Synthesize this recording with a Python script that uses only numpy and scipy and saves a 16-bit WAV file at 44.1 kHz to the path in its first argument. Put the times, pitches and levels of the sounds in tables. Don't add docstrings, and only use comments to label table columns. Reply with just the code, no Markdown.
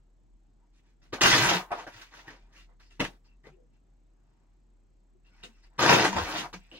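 import sys
import numpy as np
from scipy import signal
from scipy.fft import rfft, irfft, next_fast_len
from scipy.io import wavfile
from scipy.ndimage import uniform_filter1d

SR = 44100
rng = np.random.default_rng(int(sys.argv[2]) if len(sys.argv) > 2 else 0)


def gain_from_decibels(decibels):
    exponent = np.asarray(decibels, float) / 20
    return 10 ** exponent


def bounce(signal):
    frames = np.transpose(np.atleast_2d(signal))
    limited = np.clip(frames, -1, 1)
    pcm = np.round(limited * 32767).astype(np.int16)
    wavfile.write(sys.argv[1], SR, pcm)


N = 299483

# (time [s], crackle level [dB], slack of the sheet [dB])
TEARS = [
    [(1.204, -71, 9), (1.211, -19, -8), (1.245, -21, 0), (1.29, -22, -12), (1.334, -20.5, -5),
     (1.396, -26, -4.5), (1.482, -26, 0), (1.566, -31.5, 3), (1.66, -73.5, 20.5)],
    [(5.78, -53, 1), (5.792, -31.5, 2.5), (5.902, -22.5, 6), (5.944, -24, 2), (6.02, -30, 5),
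     (6.056, -29, 5), (6.125, -46, 3)],
    [(6.128, -42, 5), (6.16, -41.5, 8.5), (6.168, -37, 12), (6.264, -42.5, 2), (6.354, -37.5, 4),
     (6.395, -34.5, -12.5), (6.45, -52, 17), (6.5, -74, 13)],
]
HANG_DB = [-4.5, 2, -1.5]
# (time [s], crackle [dB], time to fall 60 dB [s], slack [dB], thump [dB])
JOLTS = [(1.016, -62.5, 0.31, -12, 2), (1.124, -33.5, .14, 0.5, 2.5), (1.175, -66, 0.14, 24, 1.5),
         (1.705, -65, 0.082, 33, -5.5), (1.712, -43, 0.098, 21, -29.5), (1.864, -47.5, 0.14, 6, 3.5),
         (2.01, -41.5, 0.14, -12.5, -28), (2.27, -50.5, 0.35, -1.5, 2.5), (2.793, -59.5, 0.34, -11.5, -7),
         (2.902, -59.5, 0.37, -22, -4.5), (2.994, -35.5, 0.21, 1.5, 12), (3.044, -29.5, 0.053, 1.5, -21),
         (3.238, -73.5, 0.39, -4, 2), (3.435, -63.5, 0.28, -3, 10), (5.43, -41.5, 0.1, -16, 1),
         (6.527, -39, 0.13, -4, -1), (6.714, -61, 0.52, -1, 12.5)]
# (time [s], length [s], crackle [dB], slack [dB])
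SLIDES = [(0.574, 0.11, -101, 22), (0.722, 0.092, -69.5, -26), (0.821, 0.12, -75, -12),
          (1.62, 0.14, -72.5, 15.5), (1.73, 0.13, -50.5, 7), (1.876, 0.18, -52.5, -10),
          (2.026, 0.092, -62.5, -17), (2.096, 0.14, -52.5, -5), (2.217, 0.076, -61, 2),
          (2.295, 0.1, -73, 8.5), (2.401, 0.23, -83.5, 10), (2.504, 0.16, -57, -22), (2.66, .1, -86, 15.5),
          (3.072, 0.12, -77, 0), (3.437, 0.072, -70.5, 8.5), (3.712, 0.077, -82.5, -5.5),
          (4.1, 0.52, -90, 7.5), (5.23, 0.092, -71.5, -10.5), (5.295, 0.26, -68, -4),
          (5.466, 0.21, -73, -13), (5.615, 0.071, -67, -7.5), (5.679, 0.15, -82.5, 12),
          (6.544, 0.28, -71, -7)]
RANGE_HZ = [220, 850, 2500, 6500]
# (frequency [Hz], level [dB per Hz])
PAPER = [(50, -27), (90, -19.5), (135, -6.5), (230, -9.5), (310, -3), (450, -7), (600, -5), (900, -2.5),
         (1700, -6), (3000, -8.5), (6500, -14.5), (8000, -26), (12000, -33), (16000, -34)]
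TEAR_DB = [-5, -1.6, 1, -4]
TOUCH_DB = [-4, 1.23, 1, -5.5]
PER_SLACK = [0.14, 0.99, 0.14, 0.074]
# (time [s], peak level [dB], ring frequency [Hz])
SNAPS = [(1.13, -35, 1180), (1.132, -22, 490), (1.21, -11, 2830), (1.237, -8, 2860), (1.258, -7, 1604),
         (1.328, -5.5, 3360), (1.706, -32, 821), (1.717, -20, 732), (1.751, -27.5, 745),
         (1.785, -30.5, 880), (1.867, -36.5, 610), (2.281, -31, 1844), (3.441, -51, 1830),
         (3.469, -36, 452), (5.436, -31.5, 3715), (5.791, -13.5, 1243), (5.884, -6.5, 1100),
         (5.935, -21.5, 600), (6.13, -21, 990), (6.165, -18, 940), (6.529, -35, 1320), (6.715, -34.5, 2860)]
# (time [s], peak level [dB])
CLAPS = [
    (2.999, -20.5),
    (3.004, -11),
    (3.007, -23),
    (3.019, -47),
    (3.043, -20),
    (3.052, -43),
]
# (frequency [Hz], level [dB], time to fall 60 dB [s])
RULER = [(210, -7.5, 0.067), (670, -38, 0.17), (1390, -19, 0.069), (1710, -40, 0.17), (2070, -3, 0.36),
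         (2690, 4, 0.0093), (4380, -40, 0.058)]
# (time [s], length [s],
# level [dB], frequency [Hz])
RUBS = [(0.613, 0.044, -78, 940), (2.373, 0.13, -79, 2400), (2.68, .07, -79, 2050), (2.8, .06, -70, 2700),
        (2.555, 0.061, -58, 2810), (2.901, 0.031, -62.5, 2690), (3.26, 0.089, -72, 2684),
        (3.431, 0.06, -59, 2074), (3.51, 0.092, -59.5, 378), (3.56, 0.077, -67, 507),
        (3.72, 0.076, -82.5, 2720), (5.141, 0.05, -64.5, 374), (5.233, 0.073, -70.5, 2726),
        (5.254, 0.23, -79.5, 5270), (5.29, 0.063, -73, 1450), (5.299, 0.06, -73.5, 2240),
        (5.493, 0.091, -73, 2670), (5.5, .18, -80, 5300), (1.215, .055, -30, 2837)]
# (time [s], length [s], level [dB], frequency [Hz])
FLAPS = [(1.295, 0.032, -25, 5470), (1.717, 0.019, -42, 2500), (2.275, 0.049, -50.5, 1800),
         (2.79, 0.12, -68.5, 4710), (3.239, 0.039, -71, 4800), (3.5, .06, -74, 2600),
         (5.422, 0.041, -47.5, 2800), (5.432, 0.025, -56, 7200), (5.624, 0.032, -63.5, 4650),
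         (5.85, 0.19, -28.5, 510), (6.57, 0.13, -66.5, 2430), (6.715, 0.098, -50, 2900),
         (6.74, .05, -56, 4200)]
# (time [s], length [s], level [dB], frequency [Hz])
SWINGS = [(1.223, 0.28, -36, 127), (1.3, .099, -56.5, 75), (1.38, 0.25, -38, 170.6), (1.93, .06, -59, 110),
          (2.66, 0.087, -71.5, 520), (3.44, 0.11, -62, 142), (3.53, 0.13, -66, 480),
          (5.45, 0.053, -56, 219), (5.8, 0.23, -26.5, 137), (6.06, 0.16, -36, 201), (6.148, 0.11, -33, 75),
          (6.42, 0.093, -52, 150), (6.53, 0.09, -47, 179), (6.73, 0.041, -56, 495)]
# (time [s], left minus right [dB])
SIDE_DB = [(0.0, 0.5), (2.65, 0.5), (2.7, -4.5), (2.84, 1), (4.67, 3), (6.41, 0.5), (6.71, 0.5),
           (6.79, 0.5)]
# (frequency [Hz], time to fall 60 dB [s])
ROOM = [(100, 0.17), (500, 0.16), (2000, 0.12), (6000, 0.17), (15000, 0.35)]
# (frequency [Hz], left minus right [dB])
MICROPHONES = [(60, 1.6), (300, 1), (1200, 0.85), (2500, -0.85), (8000, -2)]
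# (time [s], level [dB])
HUM = [(0.0, -60.5), (1.0, -62.5), (1.46, -51), (1.55, -62), (3.18, -56), (3.86, -63), (6.11, -59),
       (6.18, -54.5), (6.77, -59.5), (6.79, -71)]
# (frequency [Hz], level [dB per Hz])
AIR = [(45, -30), (70, -6.5), (95, -14.5), (142, -12), (260, -15), (350, -16), (430, -24), (800, -27.5),
       (1500, -35), (3700, -43), (6500, -44), (7600, -42.5), (8800, -59.5), (16000, -67.5)]
# (frequency [Hz], likeness [0 to 1])
ALIKE = [(60, 0.94), (180, 0.55), (550, 0.21), (1650, 0.15), (4970, 0.42), (15000, 0.059)]
# (time [s], level [dB])
CHIRP = [(0, -85.5), (5.0, -84.5), (6.79, -71)]
# (frequency [Hz], level [dB])
WHINES = [(4150, -101), (6500, -100), (7000, -102), (11900, -112)]


def paper():
    grain = fibres(per_s=6000, spread_db=2.4, clump_db=1.5, patchy_db=2.6, cycles=8.4, count=40)
    power = tears() + jolts() + slides()
    return (np.sqrt(power) * steadied(grain)).sum(0)


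def tears():
    t = np.arange(N) / SR
    power = np.zeros((4, N))
    for rows, hang in zip(TEARS, HANG_DB):
        s, pull, slack = np.transpose(rows)
        on = (t >= s[0]) & (t < s[-1])
        pull_now, slack_now = np.interp(t[on], s, pull), np.interp(t[on], s, slack)
        power[:, on] += ranges(pull_now, slack_now, hang, TEAR_DB)
    return power


def jolts():
    power, rise_s = np.zeros((4, N)), 0.0071
    for s, db, t60, slack, thump in JOLTS:
        t = np.arange(int(t60 * SR)) / SR
        rise = np.minimum(t / rise_s, 1) ** 2
        add(power.T, s, (ranges(db - 60 * t / t60, slack, thump, TOUCH_DB) * rise).T)
    return power


def slides():
    power, pointedness, boom_db = np.zeros((4, N)), 1.2, -6.5
    for s, length, db, slack in SLIDES:
        t = np.arange(int(length * SR)) / SR
        swell = abs(np.sin(np.pi * t / length)) ** (2 * pointedness)
        add(power.T, s, (ranges(db, slack, boom_db, TOUCH_DB) * swell).T)
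    return power


def fibres(per_s, spread_db, clump_db, patchy_db, cycles, count):
    patch = rng.integers(0, count, N)
    awake = rng.standard_normal((count, N // 256 + 1))
    awake = uniform_filter1d(awake, size=7, axis=1)
    awake = evened(uniform_filter1d(awake, size=2, axis=0))
    size_db = spread_db * np.minimum(rng.exponential(1, N), 4) + clump_db * wander(190)
    snap = gain_from_decibels(size_db + patchy_db * awake[patch, np.arange(N) // 256])
    snap *= (rng.random(N) < per_s / SR) * rng.choice([-1, 1], N)
    out = np.zeros(N)
    for k, hz in enumerate(np.geomspace(60, 15500, count)):
        tap = ring(hz, cycles / hz)[:int(40 * SR / hz)]
        tap = tap * np.sqrt(hz) / np.linalg.norm(tap)
        out += signal.oaconvolve(snap * (patch == k), tap)[:N]
    size = next_fast_len(N)
    hz = np.fft.rfftfreq(size, 1 / SR)
    shares = np.array([read(list(zip(RANGE_HZ, row)), hz) for row in np.eye(4)])
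    return irfft(rfft(out, size) * gain_from_decibels(read(PAPER, hz)) * shares, size)[:, :N]


def ranges(crackle_db, slack_db, boom_db, taut_db):
    boom = np.eye(4)[:, :1] * boom_db
    return gain_from_decibels(crackle_db + np.c_[taut_db] + np.c_[PER_SLACK] * slack_db + boom) ** 2


def steadied(x):
    return x / np.sqrt(abs(uniform_filter1d(x ** 2, size=2600)) + 1e-20)


def snaps():
    out = np.zeros(N)
    for s, db, hz in SNAPS:
        add(out, s, gain_from_decibels(db - 1.0) * (ring(hz, t60=.023) + .5 * crack()))
    return out


def ruler_claps():
    out = np.zeros(N)
    for s, db in CLAPS:
        clap = 0
        for hz, tone_db, t60 in RULER:
            clap = clap + gain_from_decibels(tone_db) * ring(hz * rng.uniform(.96, 1.04), min(t60, .035))
        add(out, s, gain_from_decibels(db + 2.0) * (clap / abs(clap).max() + 0.73 * crack()))
    return out


def crack():
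    dull = signal.butter(2, 4000, fs=SR)
    fall = gain_from_decibels(-60 * np.arange(6000) / SR / 0.011)
    return signal.lfilter(*dull, rng.standard_normal(6000)) * fall


def rubs_flaps_swings():
    out = np.zeros(N)
    for rows, sharpness in [(RUBS, 15), (FLAPS, 3.6), (SWINGS, 5.2)]:
        for s, length, db, hz in rows:
            add(out, s, rub(length, db, hz, sharpness))
    return out


def rub(length, db, hz, sharpness):
    noise = rng.standard_normal(20000)[:int(length * SR)]
    sound = signal.filtfilt(*signal.iirpeak(hz, sharpness, SR), noise)
    return gain_from_decibels(db) * evened(sound) * signal.windows.tukey(len(sound), .7)


def room(x):
    share = np.sin(np.pi * 4.3 * np.arange(N) / SR) ** 2
    out = np.zeros((2, N))
    for weight in (share, 1 - share):
        out += signal.oaconvolve((x * weight)[None], echoes(), axes=1)[:, :N]
    return out


def echoes():
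    size, lag = SR // 3, 4
    taps = np.zeros((2, size))
    at = np.arange(40, size - 20, 20) + rng.integers(0, 20, (2, (size - 41) // 20))
    np.put_along_axis(taps, at, rng.choice([-1., 1.], at.shape), 1)
    taps *= 1 + 3.0 * np.exp(-np.arange(size) / SR / 0.018)
    hz, t, z = signal.stft(taps, SR, nperseg=256)
    alike = np.clip(1 - hz / 2000, 0, 1)[:, None]
    z[1] = alike * z[0] + np.sqrt(1 - alike ** 2) * z[1]
    fade = gain_from_decibels(-60 * t / read(ROOM, hz)[:, None])
    path = signal.istft(z * fade, SR, nperseg=256)[1][:, :size]
    path *= gain_from_decibels(5.0) / np.linalg.norm(path[0])
    path[[0, 1], [lag, 0]] += 1
    path = rfft(path, SR)
    path = path / np.sqrt(uniform_filter1d(abs(path) ** 2, size=70))
    microphones = gain_from_decibels(np.outer([.5, -.5], read(MICROPHONES, np.arange(SR // 2 + 1))))
    return irfft(microphones * path, SR)[:, :size]


def hum():
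    t = np.arange(N) / SR
    turn = 2 * np.pi * np.cumsum(40.8 + 1.6 * wander(8.8)) / SR
    skew = .22 * wander(3)
    tone = np.sin([turn + skew, turn - skew]) * gain_from_decibels(2.2 * wander(14))
    return evened(tone) * gain_from_decibels(np.interp(t, *np.transpose(HUM)))


def air():
    frames, hz = N // 256 + 5, np.fft.rfftfreq(1024, 1 / SR)
    a, b, c, d, patches = rng.standard_normal((frames, 513, 5)).T
    patches = uniform_filter1d(patches, size=6, axis=0)
    patches = evened(uniform_filter1d(patches, size=20, axis=1))
    alike = np.clip(read(ALIKE, hz), -1, 1)[:, None]
    left, other = a + 1j * b, c + 1j * d
    z = np.array([left, alike * left + np.sqrt(1 - alike ** 2) * other])
    z *= gain_from_decibels(read(AIR, hz)[:, None] + 1.2 * patches) * (hz > 60)[:, None]
    return gain_from_decibels(-71) * evened(signal.istft(z, nperseg=1024, noverlap=768)[1][:, :N])


def electronics():
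    frame_hz, frame_start_s, readout_s = 30.0, -.0015, .011
    t = np.arange(N) / SR
    done = np.clip(((t - frame_start_s) * frame_hz % 1) / frame_hz / readout_s, 0, 1)
    gate = signal.windows.tukey(100, .5)[(done * 99).astype(int)]
    turn = 2 * np.pi * np.cumsum(8000 - 400 * done ** 3 + 60 * wander(390)) / SR
    chirp = np.sin(turn) + gain_from_decibels(-16.5) * np.sin(3 / 2 * turn)
    chirp = chirp * gain_from_decibels(np.interp(t, *np.transpose(CHIRP)))
    band = signal.butter(2, [6400, 8200], "band", fs=SR, output="sos")
    buzz = gain_from_decibels(-83) * signal.sosfilt(band, rng.standard_normal(N))
    whines = np.zeros(N)
    for hz, db in WHINES:
        whines += gain_from_decibels(db) * np.sin(2 * np.pi * np.cumsum(hz + 12 * wander(40)) / SR)
    return gate * (chirp + buzz) + whines


def evened(x):
    return x / np.sqrt(np.mean(x ** 2) + 1e-20)


def read(points, hz):
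    f, value = np.transpose(points)
    return np.interp(np.log(hz + 1), np.log(f + 1), value)


def add(mix, s, sound):
    part = mix[round(s * SR):][:len(sound)]
    part += sound[:len(part)]


def ring(hz, t60):
    t = np.arange(6000) / SR
    return np.sin(2 * np.pi * hz * t) * gain_from_decibels(-60 * t / max(t60, .002))


def wander(hz):
    pole = [1, -np.exp(-2 * np.pi * hz / SR)]
    return evened(signal.lfilter([1], np.convolve(pole, pole), rng.standard_normal(N)))


def scene():
    side_db = np.interp(np.arange(N) / SR, *np.transpose(SIDE_DB))
    hands = room(paper() + snaps() + ruler_claps() + rubs_flaps_swings())
    hands = hands * gain_from_decibels(np.array([side_db, -side_db]) / 2)
    machine = hum() * gain_from_decibels(np.array([[.4], [-.4]]))
    return hands + machine + air() + electronics()


def roll_off(x):
    return signal.sosfilt(signal.butter(12, 16450, fs=SR, output="sos"), x)


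def record(dry):
    edge = signal.firwin(255, 16000, window=("kaiser", 9), fs=SR)
    mix = signal.oaconvolve(dry, edge[None], "same")
    return roll_off(mix)


dry = scene()
out = record(dry)
bounce(out)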